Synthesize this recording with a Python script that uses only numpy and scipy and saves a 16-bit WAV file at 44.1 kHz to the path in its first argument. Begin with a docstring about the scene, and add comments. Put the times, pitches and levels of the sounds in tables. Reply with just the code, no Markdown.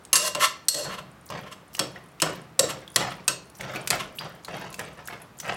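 """A small kitchen, where a wire potato masher crushes tomatoes in a steel saucepan close to a camera.
Impact and friction excite the normal modes of wire and pan, so both ring with each knock and scrape.
The pulp squelches as its wet cells burst, air pockets pop as resonant cavities, and juice films crackle.
The camera's limiter ducks each hard knock and lets the ringing and the room swell back."""
import sys
import numpy as np
from scipy import signal
from scipy.fft import rfft, irfft, next_fast_len
from scipy.io import wavfile
from scipy.ndimage import uniform_filter1d, minimum_filter1d, map_coordinates

SR = 44100
rng = np.random.default_rng(int(sys.argv[2]) if len(sys.argv) > 2 else 0)


def unload_audio(sound):
    """Save the sound as a 16-bit wav file, at the path given as the first command line argument."""
    columns = np.transpose(np.atleast_2d(sound))
    # keep every value between -1 and 1, then stretch to whole-number steps
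    steps = np.round(np.clip(columns, -1, 1) * 32767)
    wavfile.write(sys.argv[1], SR, steps.astype(np.int16))


N = 245195

# Larger air pockets in the pulp. Each row: start in seconds, level in dB, starting pitch in Hz,
# pitch rise in octaves, relative spray level in dB, cavity t60 (time to fall 60 dB) in seconds.
AIR_POCKETS = [(.051, -29.5, 7680, 0.83, -8.5, .012), (1.302, -23.5, 1040, 0, -5.5, 0.021),
               (1.75, -22, 2770, .22, -2.5, 0.016), (1.96, -29.5, 1907, 0, -32, .049),
               (2.2008, -22.5, 2570, .29, -2, 0.034), (2.878, -26.5, 3330, 0, -13.5, 0.015),
               (2.9015, -38, 9120, .1, -6, 0.018), (2.918, -36.5, 9500, 0.27, -33, .02),
               (3.499, -41, 10000, .1, -1, .02), (3.6095, -18, 1913, 0.26, -9, 0.012),
               (3.7369, -23, 1257, 0, -15, 0.021), (3.759, -23, 2497, 0, -3.5, 0.062),
               (3.8741, -23, 2220, 0.18, 9.5, 0.022), (4.1857, -22, 2470, 0.96, -23, 0.077),
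               (4.4475, -30.5, 3950, 0.045, 2, 0.043), (4.485, -20.5, 1140, 0.42, -22, 0.011),
               (4.703, -37, 10200, 0.3, -5, .021), (4.7274, -38, 4054, 0, 6, .024),
               (4.7422, -31.5, 2440, .15, 5, .033), (4.793, -19.5, 1870, .12, -2, 0.016),
               (5.0742, -25.5, 10640, .56, -2, .015), (5.0841, -20.5, 1385, 0.75, -28, 0.023),
               (5.218, -36.5, 10180, .14, -8, 0.049), (5.4005, -29.5, 5820, .05, 7.5, 0.065),
               (5.478, -28.5, 1390, 0.34, -8.5, 0.021)]
# Blows of wire on pan. Each row: start in seconds, strength in dB, relative thud, clang and lasting
# ring in dB, tilt in dB per octave, three frequencies in Hz that the contact point favours.
KNOCKS = [(0.1299, 0, -15, 0, 2, 5, 2788, 6384, 10992),
          (.1555, 3.5, -19.5, -21, -23, -2.6, 4586, 10992, 7472),
          (0.3491, -17, 3.5, 2, -13.5, -5, 1040, 2788, 8042),
          (.6840, 8, -26, -34.5, -9.5, 4, 4322, 7680, 8400), (0.7438, -9, -3, -25, -6, 1, 4322, 8620, 3330),
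          (1.7926, -9, 0, -1, -38, -8, 3330, 5394, 8042), (2.219, -6, -2, 1, -38, -5, 5394, 8042, 8400),
          (2.5928, 1, -7, -15, -23.5, 0, 3930, 7472, 8042),
          (2.9599, 0, -6.5, -6, -32, -3.3, 1920, 3330, 10400),
          (3.2791, -5.5, -9.5, -7.5, -4.5, -0.7, 1550, 2562, 8400),
          (3.9035, -6.5, -10, -3.5, -27, 0.7, 1920, 2562, 10080)]
# Ringing modes of wire and pan. Each row: frequency in Hz, level in dB, t60 in seconds.
STEEL_MODES = [(1040, -5, .22), (1550, -3, .12), (1920, -5, .16), (2562, -5, .1), (2792, 0, .3),
               (2990, -6, .22), (3330, -5, .2), (3930, -3, .14), (4322, 1.5, .42), (4586, -3, .24),
               (5157, -4, .22), (5390, -1, .25), (5720, -2, .22), (6130, -4, .18), (6390, -1, .18),
               (6670, -3, .22), (7474, -1, .24), (7680, -3, .2), (8045, 0, .18), (8400, -1, .19),
               (8620, -3, .2), (8860, -5, .16), (10080, -5, .15), (10400, -5, .15), (10990, -2, .17),
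               (11627, -2, .19), (12650, -3, .14), (13050, -6, .1)]
# Modes of the pan's body, damped by the pulp. Each row: frequency in Hz, bandwidth in Hz, level in dB.
BOTTOM_MODES = [(142, 14, -0.5), (193, 26, -8), (304, 68, -6.5), (511, 100, 0.5), (555.5, 89, 3.5),
                (647, 190, -6.5)]
WALL_MODES = [(584, 83, -7.5), (988, 47, 2), (1084, 68, 4), (1329, 67, 3), (1795, 65, -1.5),
              (2060, 120, -5), (2930, 600, -5.5), (3190, 53, -39.5)]
# Wire dragged on bare steel. Each row: start and length in seconds, wall and wire levels in dB.
SCRAPES = [(0.149, 0.017, -19, -8), (0.201, 0.079, -33, -22), (0.392, 0.06, -14.5, -19),
           (0.737, 0.062, -59, -26), (0.795, 0.056, -42, -35), (.875, 0.074, -33, -44.5),
           (0.973, 0.014, -31, -44), (1.446, 0.033, -40.5, -71), (1.506, 0.021, -35.5, -41.5),
           (2.677, 0.029, -27, -30.5), (3.095, 0.027, -31.5, -54), (3.982, 0.025, -26, -36.5)]
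# Wire juddering over the bottom. Each row: start and length in seconds, pitch in Hz, level in dB.
JUDDERS = [(0.165, 0.17, 602, -33), (0.346, 0.06, 584, -29), (0.721, .12, 579.5, -26.5),
           (2.589, .03, 539, -16), (2.625, 0.029, 537, -20), (2.652, .03, 511, -35)]
# Strokes into the pulp. Each row: start, sinking time and pressing time in seconds,
# then slosh, squelch and peel levels in dB.
STROKES = [(.835, 0.033, 0.038, -34.5, -39, -63), (1.298, 0.007, 0.062, -35, -36.5, -51.5),
           (1.779, 0.0041, 0.013, -46, -40.5, -43.5), (1.94, .015, 0.02, -50, -50.5, -71),
           (2.22, 0.044, 0.0099, -34.5, -31, -74), (2.62, 0.075, 0.011, -38.5, -37.5, -63),
           (2.97, 0.045, 0.025, -33.5, -29.5, -49.5), (3.593, 0.0054, 0.061, -36.5, -39.5, -54),
           (3.665, 0.028, 0.017, -44.5, -45, -64.5), (3.735, 0.011, 0.017, -44.5, -36, -56.5),
           (3.898, 0.024, 0.011, -31, -29, -51), (4.198, 0.013, 0.055, -39.5, -39.5, -47.5),
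           (4.479, 0.0048, 0.0086, -37.5, -39.5, -52.5), (4.521, 0.016, 0.11, -44.5, -39.5, -61),
           (4.783, 0.011, .025, -38, -37.5, -55), (4.96, 0.018, 0.015, -52, -49, -66),
           (5.09, 0.017, 0.032, -45, -42.5, -52.5), (5.42, .025, .015, -36, -39.5, -48.5),
           (5.474, .012, 0.023, -37, -31, -58.5)]
# Spectra of the noisy sounds. Each row: frequency in Hz, relative spectral density in dB.
BACKGROUND_SPECTRUM = [(20, -43.5), (40, -29), (62, 4.5), (100, 2), (150, 4), (250, 0), (600, -4),
                       (1200, -4), (2500, -13.5), (5000, -21.5), (10000, -27), (16000, -29.5)]
SPRAY_SPECTRUM = [(500, -23.5), (2000, -10), (4000, -10), (8000, -8), (12000, -15), (16000, -18.5)]
CRACK_SPECTRUM = [(200, -47), (1200, -6), (2500, -18), (4000, 7), (8000, 6.5), (10000, 1.5), (13000, -6.5),
                  (16000, -13)]
SLOSH_SPECTRUM = [(25, -42), (45, -16), (65, -15.5), (100, -16), (140, -0.5), (185, -3), (250, -16.5),
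                  (400, -15.5), (600, -3.5), (800, -16.5), (1600, -60)]
SQUELCH_SPECTRUM = [(200, -11), (400, 0.5), (600, -9), (700, 3), (850, 0.5), (1250, -1), (1900, -4),
                    (2700, -6.5), (4000, -14.5), (6000, -18.5), (9000, -34.5), (16000, -59)]
# Reverberation of the kitchen. Each row: frequency in Hz, t60 in seconds.
ROOM_T60 = [(150, 0.99), (600, 0.34), (2000, 0.36), (6000, 0.34), (10000, 0.19), (15000, 0.22)]

GRIP_S, SCRAPE_SWELL_DB, SLIP_DB_PER_S = 0.018, 9.5, 907
PEEL_LEAD_S, PEEL_S = 0.054, 0.063  # sticky pulp peels off the wire ahead of each stroke
SLOSH_DB_PER_S, SQUELCH_DB_PER_S = 94, 135.5  # decay once the hand stops pushing
LOW_CUT_HZ, TOP_HZ = 48, 16000


def amp(db):
    """Amplitude grows tenfold for every 20 dB."""
    return 10 ** (np.asarray(db) / 20)


def unit(x):
    """Normalisation to rms 1."""
    return x / np.sqrt(np.mean(x ** 2) + 1e-20)


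def fade(t, t60):
    """Exponential decay, 60 dB in t60 seconds."""
    return np.exp(-np.log(1000) * t / max(t60, 1e-4))


def along(points, hz):
    """Interpolation of (Hz, value) points on a logarithmic frequency axis."""
    point_hz, values = np.transpose(points)
    return np.interp(np.log(hz + 1), np.log(point_hz + 1), values)


def filtered(x, response):
    """Linear filtering multiplies the spectrum by a frequency response."""
    size = next_fast_len(len(x) + SR // 4)
    return irfft(rfft(x, size) * response(np.fft.rfftfreq(size, 1 / SR)), size)[:len(x)]


def coloured(x, spectrum):
    """Spectral shaping of x, at rms 1."""
    return unit(filtered(x, lambda hz: amp(along(spectrum, hz))))


def resonate(x, modes):
    """Forced response of damped resonators, summed with alternating signs, at rms 1."""
    def response(f):
        return sum((-1) ** k * amp(db) * 1j * f * width / (hz * hz - f * f + 1j * f * width)
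                   for k, (hz, width, db) in enumerate(modes))
    return unit(filtered(x, response))


def tone(hz, blur):
    """Phase diffusion broadens a sine's spectral line; blur is the random step in radians."""
    steps = 2 * np.pi * hz / SR + blur * rng.standard_normal(len(hz))
    return np.sin(rng.uniform(0, 2 * np.pi) + np.cumsum(steps))


def grains(rate, spread_db):
    """Shot noise: random impulses of uneven size, rate a second, at rms 1."""
    sizes = amp(spread_db * np.clip(rng.standard_normal(N), -2, 2)) * rng.choice([-1, 1], N)
    return unit(sizes * (rng.random(N) < rate / SR))


def bubbles(count, centre_hz, octaves, cycles, spread_db):
    """Tiny bubbles ring as damped oscillators for a few cycles at random times, at rms 1."""
    start, pitch, size = rng.random((count, 3)).T[:, :, None]
    hz = np.minimum(centre_hz * 2 ** (octaves * (pitch - .5)), SR / 3)
    k = np.arange(SR // 200)
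    age = hz * k / SR / cycles
    waves = amp(spread_db * size) * np.sin(2 * np.pi * hz * k / SR) * age * np.exp(-4 * age)
    positions = (start * N).astype(int) + k
    return unit(np.bincount(positions.ravel(), waves.ravel(), N)[:N])


def wobble(rate):
    """Smooth random modulation, rate knots a second."""
    return map_coordinates(rng.standard_normal(int(N * rate / SR) + 4), [np.arange(N) * rate / SR])


def add(track, start, sound):
    """Superposition of a sound on the track, from start in seconds."""
    part = track[max(round(start * SR), 0):][:len(sound)]
    part += sound[:len(part)]


def background():
    """Stationary noise, strongest in the bass, fills the kitchen."""
    return amp(-52.5) * coloured(rng.standard_normal(N), BACKGROUND_SPECTRUM)


def pops():
    """Cavity resonance: an air pocket rings, most often rising in pitch as it opens, and throws spray."""
    out, t = np.zeros(N), np.arange(SR // 10) / SR
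    opened = np.minimum(t / 0.0076, 1)
    for start, db, hz, rise, spray_db, t60 in AIR_POCKETS:
        cavity = tone(hz * 2 ** (rise * opened), blur=np.sqrt(hz / SR) / 2) * fade(t, t60)
        spray = amp(spray_db - 4) * coloured(rng.standard_normal(len(t)), SPRAY_SPECTRUM)
        add(out, start, amp(db - 3) * (cavity + spray * fade(t, 0.035)) * (1 - fade(t, 0.00092)))
    return out


def reverberation(x):
    """Reflections from hard surfaces merge into a dense tail whose treble dies first."""
    hz, t, spectra = signal.stft(rng.standard_normal(int(SR * .7)), SR, nperseg=256)
    decay = amp(-60 * t / along(ROOM_T60, hz)[:, None])
    tail = signal.istft(spectra * decay, SR, nperseg=256)[1]
    tail *= 1 - fade(np.arange(len(tail)) / SR, 0.05)
    return signal.fftconvolve(x, tail / np.linalg.norm(tail))[:N]


def contact(t, t60):
    """Elastic rebound: the springy wire touches down twice, starting two decays."""
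    since_rebound = t - .0042
    return fade(t, t60) + amp(-6) * (since_rebound > 0) * fade(abs(since_rebound), t60)


def knocks():
    """Impact excites the normal modes of wire, bottom and wall; the pulp soon damps the ringing."""
    out, t = np.zeros(N), np.arange(SR // 2) / SR
    mode_hz, mode_db, mode_t60 = np.transpose(STEEL_MODES)
    for start, db, thud_db, clang_db, ring_db, tilt_db, *favoured in KNOCKS:
        lift_db = 2 * rng.standard_normal(len(mode_hz))
        lift_db[[np.argmin(abs(mode_hz - hz)) for hz in favoured]] = 12
        struck_db = mode_db + lift_db + tilt_db * np.log2(mode_hz / 5000)
        # the wire keeps sliding, which blurs each mode
        ring = sum(amp(level) * fade(t, t60) * tone(np.full(len(t), hz), blur=.06)
                   for hz, level, t60 in zip(mode_hz, struck_db, mode_t60))
        ring *= amp(-29) * (contact(t, 0.067) + amp(ring_db))
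        noise = rng.standard_normal((4, len(t)))
        broad_modes = [(hz, 170, level) for hz, level in zip(mode_hz, struck_db)]
        crack = amp(-4.5) * coloured(noise[0], CRACK_SPECTRUM) * contact(t, 0.015)
        thud = amp(thud_db - 18.5) * resonate(noise[1], BOTTOM_MODES) * fade(t, 0.32)
        clang = amp(clang_db - 16.5) * resonate(noise[2], WALL_MODES) * fade(t, 0.18)
        chatter = amp(-8) * resonate(noise[3], broad_modes) * contact(t, 0.016)
        add(out, start, amp(db) * (ring + chatter + crack + thud + clang) * (1 - fade(t, .0025)))
    return out


def drag(start, length):
    """Friction envelope: the wire bites, grows louder under the hand, then slips free."""
    age = np.arange(N) / SR - start
    swell_db = -SCRAPE_SWELL_DB * np.clip(1 - age / length, 0, 1)
    release_db = -SLIP_DB_PER_S * np.maximum(age - length, 0)
    return np.clip(age / GRIP_S, 0, 1) * amp(swell_db + release_db)


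def scrapes():
    """Stick-slip friction: tiny slips of wire on steel drive the wall's modes and the wire's own."""
    wall_gain, wire_gain = sum(np.outer(amp([wall_db, wire_db]), drag(start, length))
                               for start, length, wall_db, wire_db in SCRAPES)
    slips = grains(rate=5400, spread_db=2.5)
    singing = resonate(slips, [(hz, 40, db) for hz, db, _ in STEEL_MODES])
    wire = amp(-5) * singing + amp(-6) * coloured(slips, CRACK_SPECTRUM)
    return amp(-2) * wall_gain * resonate(slips, WALL_MODES) + wire_gain * wire


def judders():
    """Forced vibration: the skidding wire draws a wavering drum note from the bottom and stirs the wall."""
    out = np.zeros(N)
    for start, length, hz, db in JUDDERS:
        size = int(length * SR)
        drum = tone(np.full(size, hz), blur=0.062)
        wall = amp(-16.5) * resonate(rng.standard_normal(size), WALL_MODES)
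        add(out, start, amp(db) * signal.windows.tukey(size, .6) * (drum + wall))
    return out


def push(start, sink, hold, settle_db_per_s):
    """Stroke envelope: a linear rise as the wire sinks, a hold under the hand, exponential relaxation."""
    age = np.arange(N) / SR - start
    return np.clip(age / sink, 0, 1) * amp(-settle_db_per_s * np.maximum(age - sink - hold, 0))


def inside_pan(x):
    """Multiple reflection between the pan's walls, along paths that the moving masher changes."""
    out, t = np.zeros(N), np.arange(SR // 40) / SR
    step = int(.05 * SR)  # new echo paths every 50 ms
    for first in range(0, N, step):
        echoes = rng.standard_normal(len(t)) * fade(t, 0.025)
        add(out, first / SR, signal.fftconvolve(x[first:first + step], echoes / np.linalg.norm(echoes)))
    return out


def crackle():
    """Film rupture: juice films burst as the wire lifts, and strays snap while the pulp is disturbed."""
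    peeling, disturbed = np.zeros((2, N))
    for start, sink, hold, _, squelch_db, peel_db in STROKES:
        add(peeling, start - PEEL_LEAD_S, amp(peel_db) * signal.windows.tukey(int(PEEL_S * SR), .5))
        disturbed += amp(squelch_db) * push(start, sink, hold, SLOSH_DB_PER_S)
    films = bubbles(count=2200, centre_hz=9800, octaves=1.86, cycles=3, spread_db=28.5)
    strays = bubbles(count=170, centre_hz=11200, octaves=1, cycles=5.9, spread_db=17)
    resting = bubbles(count=45, centre_hz=9900, octaves=0.37, cycles=6, spread_db=3.5)
    return inside_pan(peeling * films + amp(-23) * disturbed * strays + amp(-73.5) * resting)


def pulp():
    """Compression shifts the mass with a low slosh and bursts clumps of wet cells; lumps rub the wall."""
    slosh_gain, squelch_gain = np.zeros((2, N))
    for start, sink, hold, slosh_db, squelch_db, _ in STROKES:
        slosh_gain += amp(slosh_db) * push(start, sink, hold, SLOSH_DB_PER_S)
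        squelch_gain += amp(squelch_db) * push(start, sink, hold, SQUELCH_DB_PER_S)
    slosh = amp(-5) * coloured(grains(rate=900, spread_db=2), SLOSH_SPECTRUM)
    clumps = amp(2.2 * wobble(rate=60))
    cells = inside_pan(clumps * grains(rate=900, spread_db=4))
    lumps = resonate(grains(rate=450, spread_db=2), WALL_MODES)
    spits = inside_pan(bubbles(count=600, centre_hz=7100, octaves=1.8, cycles=2, spread_db=24.5))
    squelch = amp(-1) * coloured(cells, SQUELCH_SPECTRUM) + amp(-13) * lumps + amp(-21.5) * spits
    return slosh_gain * slosh + squelch_gain * squelch


def scene():
    """Superposition of direct sound, reverberant field and background noise, in one channel."""
    blows = knocks() + judders()
    rubbing = scrapes() + pulp()
    wet = pops() + crackle()
    room = reverberation(amp(-11) * blows + amp(-10.5) * rubbing + amp(-11) * wet)
    return (blows + rubbing + wet + room + background())[None]


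def limiter(x, ceiling_db, release_db_per_s):
    """Look-ahead limiting: the gain drops just before a peak and recovers at a steady rate in dB."""
    over_db = np.maximum(20 * np.log10(abs(x) + 1e-9) - ceiling_db, 0)
    recovery_db = release_db_per_s * np.arange(N) / SR
    cut_db = np.maximum.accumulate(over_db + recovery_db) - recovery_db
    return x * amp(uniform_filter1d(minimum_filter1d(-cut_db, size=24), size=24))


def record(dry):
    """Band and peak limiting: the camera thins the deepest bass, ducks peaks and cuts the top treble."""
    thinned = signal.sosfilt(signal.butter(2, LOW_CUT_HZ, "highpass", fs=SR, output="sos"), dry[0])
    held = limiter(thinned, ceiling_db=-3, release_db_per_s=87)
    return filtered(held, lambda hz: hz < TOP_HZ)[None]


dry = scene()
out = record(dry)
unload_audio(out)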